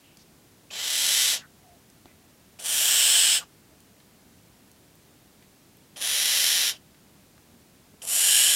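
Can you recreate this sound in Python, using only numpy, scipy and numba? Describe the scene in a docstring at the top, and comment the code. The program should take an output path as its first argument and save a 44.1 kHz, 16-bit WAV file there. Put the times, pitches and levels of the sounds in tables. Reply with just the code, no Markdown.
"""In a small, cluttered room, an owl chick close by begs for food with four rasping screeches.
Air forced through the syrinx breaks into sharp, irregular pulses (the source) that excite the
resonances of the throat and open beak (the filter). Between the calls there are only faint ticks of
beak and feeding tweezers, rustles, one soft knock, a brief wavering tone and the room's hum."""
import sys
import numpy as np
from scipy import signal
from scipy.fft import rfft, irfft
from scipy.io import wavfile
from scipy.ndimage import uniform_filter1d
from numba import njit

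SR = 44100
rng = np.random.default_rng(int(sys.argv[2]) if len(sys.argv) > 2 else 0)


def to_wav(sig):
    """Store sig (one row per channel, or 1-D mono) as 16-bit WAV at the path in sys.argv[1].

    Samples outside -1..1 are clipped; the rate is SR.
    """
    pcm = np.clip(np.atleast_2d(sig), -1, 1) * 32767
    pcm = np.round(pcm).astype(np.int16)
    wavfile.write(sys.argv[1], SR, pcm.T)  # frames by channels


N = 377055
TIME = np.arange(N) / SR


def undb(db):
    """Amplitude ratio of a level in decibels."""
    return 10 ** (np.asarray(db) / 20)


def unit(x):
    """Normalisation to an rms of 1."""
    return x / np.sqrt(np.mean(x ** 2))


def steady(x, size=1764):
    """Division by the running rms: the envelope flattens, the fast grain remains."""
    return x / np.sqrt(uniform_filter1d(x ** 2, size) + 1e-18)


def ease(x):
    """Cubic step from 0 to 1."""
    x = np.clip(x, 0, 1)
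    return x * x * (3 - 2 * x)


def blend(relaxed, strained, strain):
    """Linear interpolation between the relaxed and the strained state."""
    return relaxed + strain * (strained - relaxed)


def swell(x, db):
    """Tapered envelope: a short sound fades in to level db and out again."""
    return undb(db) * unit(x) * signal.windows.tukey(len(x), .6)


def add(out, start_s, x):
    """Superposition of x on out from start_s on."""
    i = max(int(start_s * SR), 0)
    out[i:i + len(x)] += x[:len(out) - i]


@njit
def state_variable(x, tuning, damping):
    """Damped oscillator made of two integrators in a loop; its output is band-passed."""
    y, band_state, low_state = np.empty(len(x)), 0., 0.
    for i in range(len(x)):
        g = tuning[i]
        velocity = (band_state + g * (x[i] - low_state)) / (1 + g * (g + damping[i]))
        band_state = 2 * velocity - band_state
        low_state += 2 * g * velocity
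        y[i] = damping[i] * velocity
    return y


def band(x, hz, width):
    """Resonance with gain 1 at a centre frequency that may move."""
    hz = np.minimum(hz, .45 * SR) * np.ones(len(x))
    return state_variable(x + 1e-18, np.tan(np.pi * hz / SR), width / hz)


def bell(x, hz, width, db):
    """Interference of a sound with its resonant band gives a peak or a dip."""
    return x + (undb(db) - 1) * band(x, hz, width)


def colour(x, points, size=8192):
    """Minimum-phase filter through points of (frequency [Hz], gain [dB])."""
    hz, db = np.transpose(points)
    bin_hz = np.maximum(np.arange(size // 2 + 1) * SR / size, 1)
    gain = undb(np.interp(np.log(bin_hz), np.log(hz), db))
    cepstrum = irfft(np.log(gain))
    cepstrum[1:size // 2] *= 2  # folding the cepstrum makes the response causal
    cepstrum[size // 2 + 1:] = 0
    return signal.fftconvolve(x, irfft(np.exp(rfft(cepstrum))))[:len(x)]


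def below(x, hz, order=4):
    """Zero-phase low-pass, which keeps pulses in place."""
    return signal.sosfiltfilt(signal.butter(order, hz, fs=SR, output="sos"), x)


def glides(rows, waver, waver_hz):
    """Frequency modulation by noise: gliding tones whose pitch trembles."""
    out = np.zeros(N)
    for start_s, length, start_hz, end_hz, db in rows:
        n = int(length * SR)
        tremble = unit(band(rng.standard_normal(n), waver_hz, 2 * waver_hz))
        hz = np.linspace(start_hz, end_hz, n) * (1 + waver * tremble)
        add(out, start_s, swell(np.sin(2 * np.pi * np.cumsum(hz) / SR), db))
    return out


def room_air():
    """Broadband noise gives rumble and hiss; narrowband noise gives a weak hum."""
    # spectrum of the noise floor: (frequency [Hz], relative spectral density [dB])
    floor_spectrum = [(15, -50), (25, -17), (86, -2), (120, -3.5), (141, -0.5), (189, -2), (269, -3.5),
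                      (333, -5.5), (425, -8.5), (513, -11.5), (710, -12.5), (769, -13.5), (1090, -17),
                      (8270, -21.5), (15800, -24)]
    hum = unit(band(rng.standard_normal(N), hz=193, width=8))
    floor = unit(colour(rng.standard_normal(N), floor_spectrum))
    return undb(-56.5) * floor + undb(-74.5) * hum


def faint_tone():
    """A brief background tone falls and wavers by frequency modulation."""
    # the glide: (time [s], duration [s], start pitch [Hz], end pitch [Hz], level [dB])
    tone = [(1.61, .19, 748, 670, -60.5)]
    return glides(tone, waver=.06, waver_hz=50)


def handling(size=4096):
    """Impacts decay exponentially, as noise in ticks and as modes in a knock; rustles are noise bands."""
    # beak and tweezer ticks: (time [s], centre [Hz], bandwidth [Hz], time constant [s], level [dB])
    ticks = [(0.171, 5470, 6000, .003, -45), (1.901, 6500, 3000, 0.0011, -46.5),
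             (2.057, 2780, 700, .002, -45.5), (3.804, 8200, 4000, 0.0022, -49),
             (4.002, 2700, 3000, .004, -53), (4.7158, 10100, 3500, 0.0009, -42.5),
             (4.955, 12000, 7000, .001, -48), (5.424, 2200, 1500, 0.0091, -55.5),
             (5.770, 12500, 5000, .001, -49), (6.944, 2100, 1200, .006, -54.5),
             (7.379, 1100, 1000, .004, -52.5)]
    # rustles and soft bumps: (time [s], duration [s], centre [Hz], bandwidth [Hz], level [dB])
    rustles = [(0, .17, 2730, 900, -64.5), (.18, 0.06, 4960, 4000, -59), (2.057, 0.076, 2190, 900, -64),
               (3.7, 0.084, 600, 250, -63), (7.471, .13, 220, 130, -60), (7.93, 0.028, 277, 200, -55)]
    out, t = np.zeros(N), TIME[:size]
    for start_s, hz, width, decay, db in ticks:
        noise = unit(band(rng.standard_normal(size), hz, width))
        add(out, start_s, undb(db) * noise * np.exp(-t / decay))
    for start_s, length, hz, width, db in rustles:
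        noise = band(rng.standard_normal(int(length * SR)), hz, width)
        add(out, start_s, swell(band(noise, hz, width), db))
    # modes of a knocked plastic tub: (frequency [Hz], 60 dB decay time [s], level [dB])
    knock_s, tub_modes = 2.0572, [(346, .032, -41), (700, .0098, -38)]
    for hz, t60, db in tub_modes:
        add(out, knock_s, undb(db - 60 * t / t60) * np.sin(2 * np.pi * hz * t))
    return out


def syrinx(rate, jitter, scatter_db, turbulence, count=6000):
    """Aperiodic source: pulses, each with its own gap and size, in a stream of turbulent air."""
    # spectrum of one pulse: (frequency [Hz], gain [dB])
    pulse_spectrum = [(200, -19), (500, -17), (1100, -13), (1700, -4), (3000, -2), (6000, -2.5),
                      (10000, 0.0), (13000, -5), (15500, -13)]
    timing, size = rng.standard_normal((count, 2)).T
    gap = np.exp(jitter * timing - jitter ** 2 / 2)  # log-normal, with a mean of one period
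    onsets = np.searchsorted(np.cumsum(rate) / SR, np.cumsum(gap))
    heard = onsets < len(rate)
    strength = np.sqrt(gap) * undb(scatter_db * size)  # pressure builds up during a long gap
    pulses = np.bincount(onsets[heard], strength[heard], len(rate))
    pulses -= below(pulses, 260, order=2)  # steady flow makes no sound
    return colour(steady(pulses) + turbulence * rng.standard_normal(len(rate)), pulse_spectrum)


def screech(call, throat):
    """Source and filter: a rasp swells, tires and stops; its formants move with strain and the beak."""
    length, flow_db, wait, rise, exponent, release, push_db, tensing, strained_rate = call[:9]
    notch_width = call[9]
    treble, notch, notch_depth = np.reshape(call[10:], (3, 2))
    onset_s, attack_s, opening_s, closing_s = .0062, .025, .018, .075
    tiring_db_per_s, treble_tiring_db_per_s = 9, 8.5
    shut_treble_db, shut_sink = -9, .18  # a shut beak dulls the treble and lowers the formants
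    relaxed_rate = 1200  # pulses per second

    # A weak airflow opens and closes the call; the push swells on top of it, then tires.
    t = TIME[:int((length + closing_s) * SR)]
    ending = 1 - np.clip((t - length) / closing_s, 0, 1)
    flow = ease(t / onset_s) * ending
    push = ease((t - wait) / attack_s) * np.clip((t - wait) / rise, 0, 1) ** exponent
    push /= 1 + np.exp((t - length) / release)
    tired_s = np.maximum(t - wait - rise, 0)
    envelope = np.hypot(flow * undb(flow_db), push * undb(push_db - tiring_db_per_s * tired_s))
    strain = ease(t / tensing) * ending
    shut = 1 - ease(t / opening_s) * ending

    voice = syrinx(blend(relaxed_rate, strained_rate, strain), jitter=.48, scatter_db=2.5, turbulence=.44)
    for relaxed_hz, strained_hz, width, relaxed_db, strained_db in throat:
        formant_hz = (1 - shut_sink * shut) * blend(relaxed_hz, strained_hz, strain)
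        voice = bell(voice, formant_hz, width, blend(relaxed_db, strained_db, strain))
    for _ in range(2):  # the antiresonance of the beak cavity, in two stages for steep sides
        voice = bell(voice, blend(*notch, strain), notch_width, blend(*notch_depth, strain) / 2)
    body = below(voice, hz=6800)
    treble_db = blend(*treble, strain) + shut_treble_db * shut - treble_tiring_db_per_s * tired_s
    rasp = envelope * (steady(body) + undb(treble_db) * steady(voice - body))

    # The hollow rush of air in the throat grows far more slowly than the rasp.
    rush = unit(band(band(rng.standard_normal(len(t)), 650, 550), 640, 1300))
    return rasp + undb(-48.5) * envelope ** .1 * flow * rush


def owl():
    """Airflow drives four screeches, each with its own formants, and brief squeaks and wheezes."""
    # squeaks as the airway opens or closes, and hollow wheezes that end a call:
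    # (time [s], duration [s], start pitch [Hz], end pitch [Hz], level [dB])
    squeaks = [(.703, .007, 2600, 2500, -42.5), (5.9595, 0.0082, 3230, 3100, -44),
               (6.747, .025, 3580, 2580, -52), (8.0178, 0.0039, 3130, 2900, -40)]
    wheezes = [(1.395, 0.078, 1800, 1364, -53.5), (3.40, 0.047, 1410, 1060, -47.5)]
    # the calls: (time [s], duration [s], flow level [dB], delay of the push [s], rise time [s],
    # rise exponent, release time [s], push level [dB], time to full strain [s], strained pulse
    # rate [1/s], antiresonance width [Hz], then relaxed and strained pairs of: treble gain [dB],
    # antiresonance frequency [Hz], antiresonance gain [dB])
    calls = [ (.703, .655, -44, 0.0022, 0.5, .68, .015, -24, 0.29, 1141, 1000, -9, -2.5, 8900, 8850, -26, -9),
             (2.586, 0.7963, -46, 0.041, .56, 0.52, 0.01, -22, 0.69, 3328, 1900, 2.5, -0.2, 8300, 12100, 4, -27),
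             (5.958, 0.753, -44, 0.037, .49, 0.33, 0.0082, -24, .4, 1150, 1400, -1.5, -3, 8230, 8330, -4, -3),
             (8.016, .7, -47, .04, 0.32, .74, .012, -22.5, .36, 2200, 500, 7, 1.9, 6480, 6200, -15, -14)]
    # formants of throat and beak and the dips between them, one table a call: (relaxed frequency [Hz],
    # strained frequency [Hz], bandwidth [Hz], relaxed gain [dB], strained gain [dB])
    throat_1 = [(640, 590, 630, 14.5, 5), (2050, 2010, 210, 0, 4.5), (3150, 3180, 490, 10.5, 9.0),
                (3900, 3970, 730, 7, 6.0), (5470, 5760, 1230, 6.5, 8.5), (7500, 7730, 590, 12.5, 6.5),
                (9070, 9430, 2100, 0, 6.5), (13000, 11800, 1260, 5, 4.5)]
    throat_2 = [(670, 710, 280, 9.3, 14.3), (1640, 1600, 240, 1.6, 8.6), (2150, 2020, 350, -4, -4),
                (3130, 3060, 470, 9.5, 18), (4100, 4200, 220, 0.5, 3.3), (5900, 5220, 540, 8.1, 9.1),
                (6500, 6100, 600, -3, -3), (7300, 7980, 1080, 3.3, 16), (9000, 9400, 370, 8.6, 1.7),
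                (14250, 13600, 1250, 4, 11.5)]
    throat_3 = [(630, 620, 270, 10.5, 8.8), (1790, 1910, 460, 5.0, 6.1), (3180, 3100, 600, 10, 9.3),
                (3800, 3930, 560, 5.7, 8.0), (5800, 5600, 780, 8.9, 11.5), (6930, 7260, 380, 5.5, 5.7),
                (9800, 9970, 1600, 11, 5.6), (12100, 12300, 2500, 4.5, 6.3)]
    throat_4 = [(640, 710, 150, 17.5, 15), (1590, 1630, 165, 1.8, 12.5), (2900, 3045, 350, 11, 17.8),
                (4360, 4095, 350, 2.5, 5.2), (5600, 5470, 680, 4.3, 7.7), (7050, 7180, 1440, 15, 13.8),
                (8300, 8340, 390, 7, 5.2), (10000, 9400, 700, 9.6, 5.8), (12200, 11510, 3000, 11.5, 11.7)]
    out = glides(squeaks, waver=.03, waver_hz=150) + glides(wheezes, waver=.17, waver_hz=150)
    for (start_s, *call), throat in zip(calls, [throat_1, throat_2, throat_3, throat_4]):
        add(out, start_s, screech(call, throat))
    return out


def reverberation(x, t60, wet_db, damp_hz, size=11025):
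    """Absorption by hanging clothes and shelves leaves only a short, dull reverberant tail."""
    t = TIME[:size]
    tail = below(rng.standard_normal(size), damp_hz, order=1)
    tail *= undb(-60 * t / t60) * (t > .003)
    return x + undb(wet_db) * signal.fftconvolve(x, tail / np.linalg.norm(tail))[:N]


def scene():
    """Superposition of the near sources, their reverberation and the background, alike in both channels."""
    near = reverberation(owl() + handling(), t60=.13, wet_db=-15, damp_hz=7000)
    mono = near + faint_tone() + room_air()
    return np.array([mono, mono])


def record(dry):
    """Band limiting: a steep elliptic low-pass removes the treble above 15.8 kHz."""
    return signal.sosfilt(signal.ellip(10, .1, 80, 15800, fs=SR, output="sos"), dry)


dry = scene()
out = record(dry)
to_wav(out)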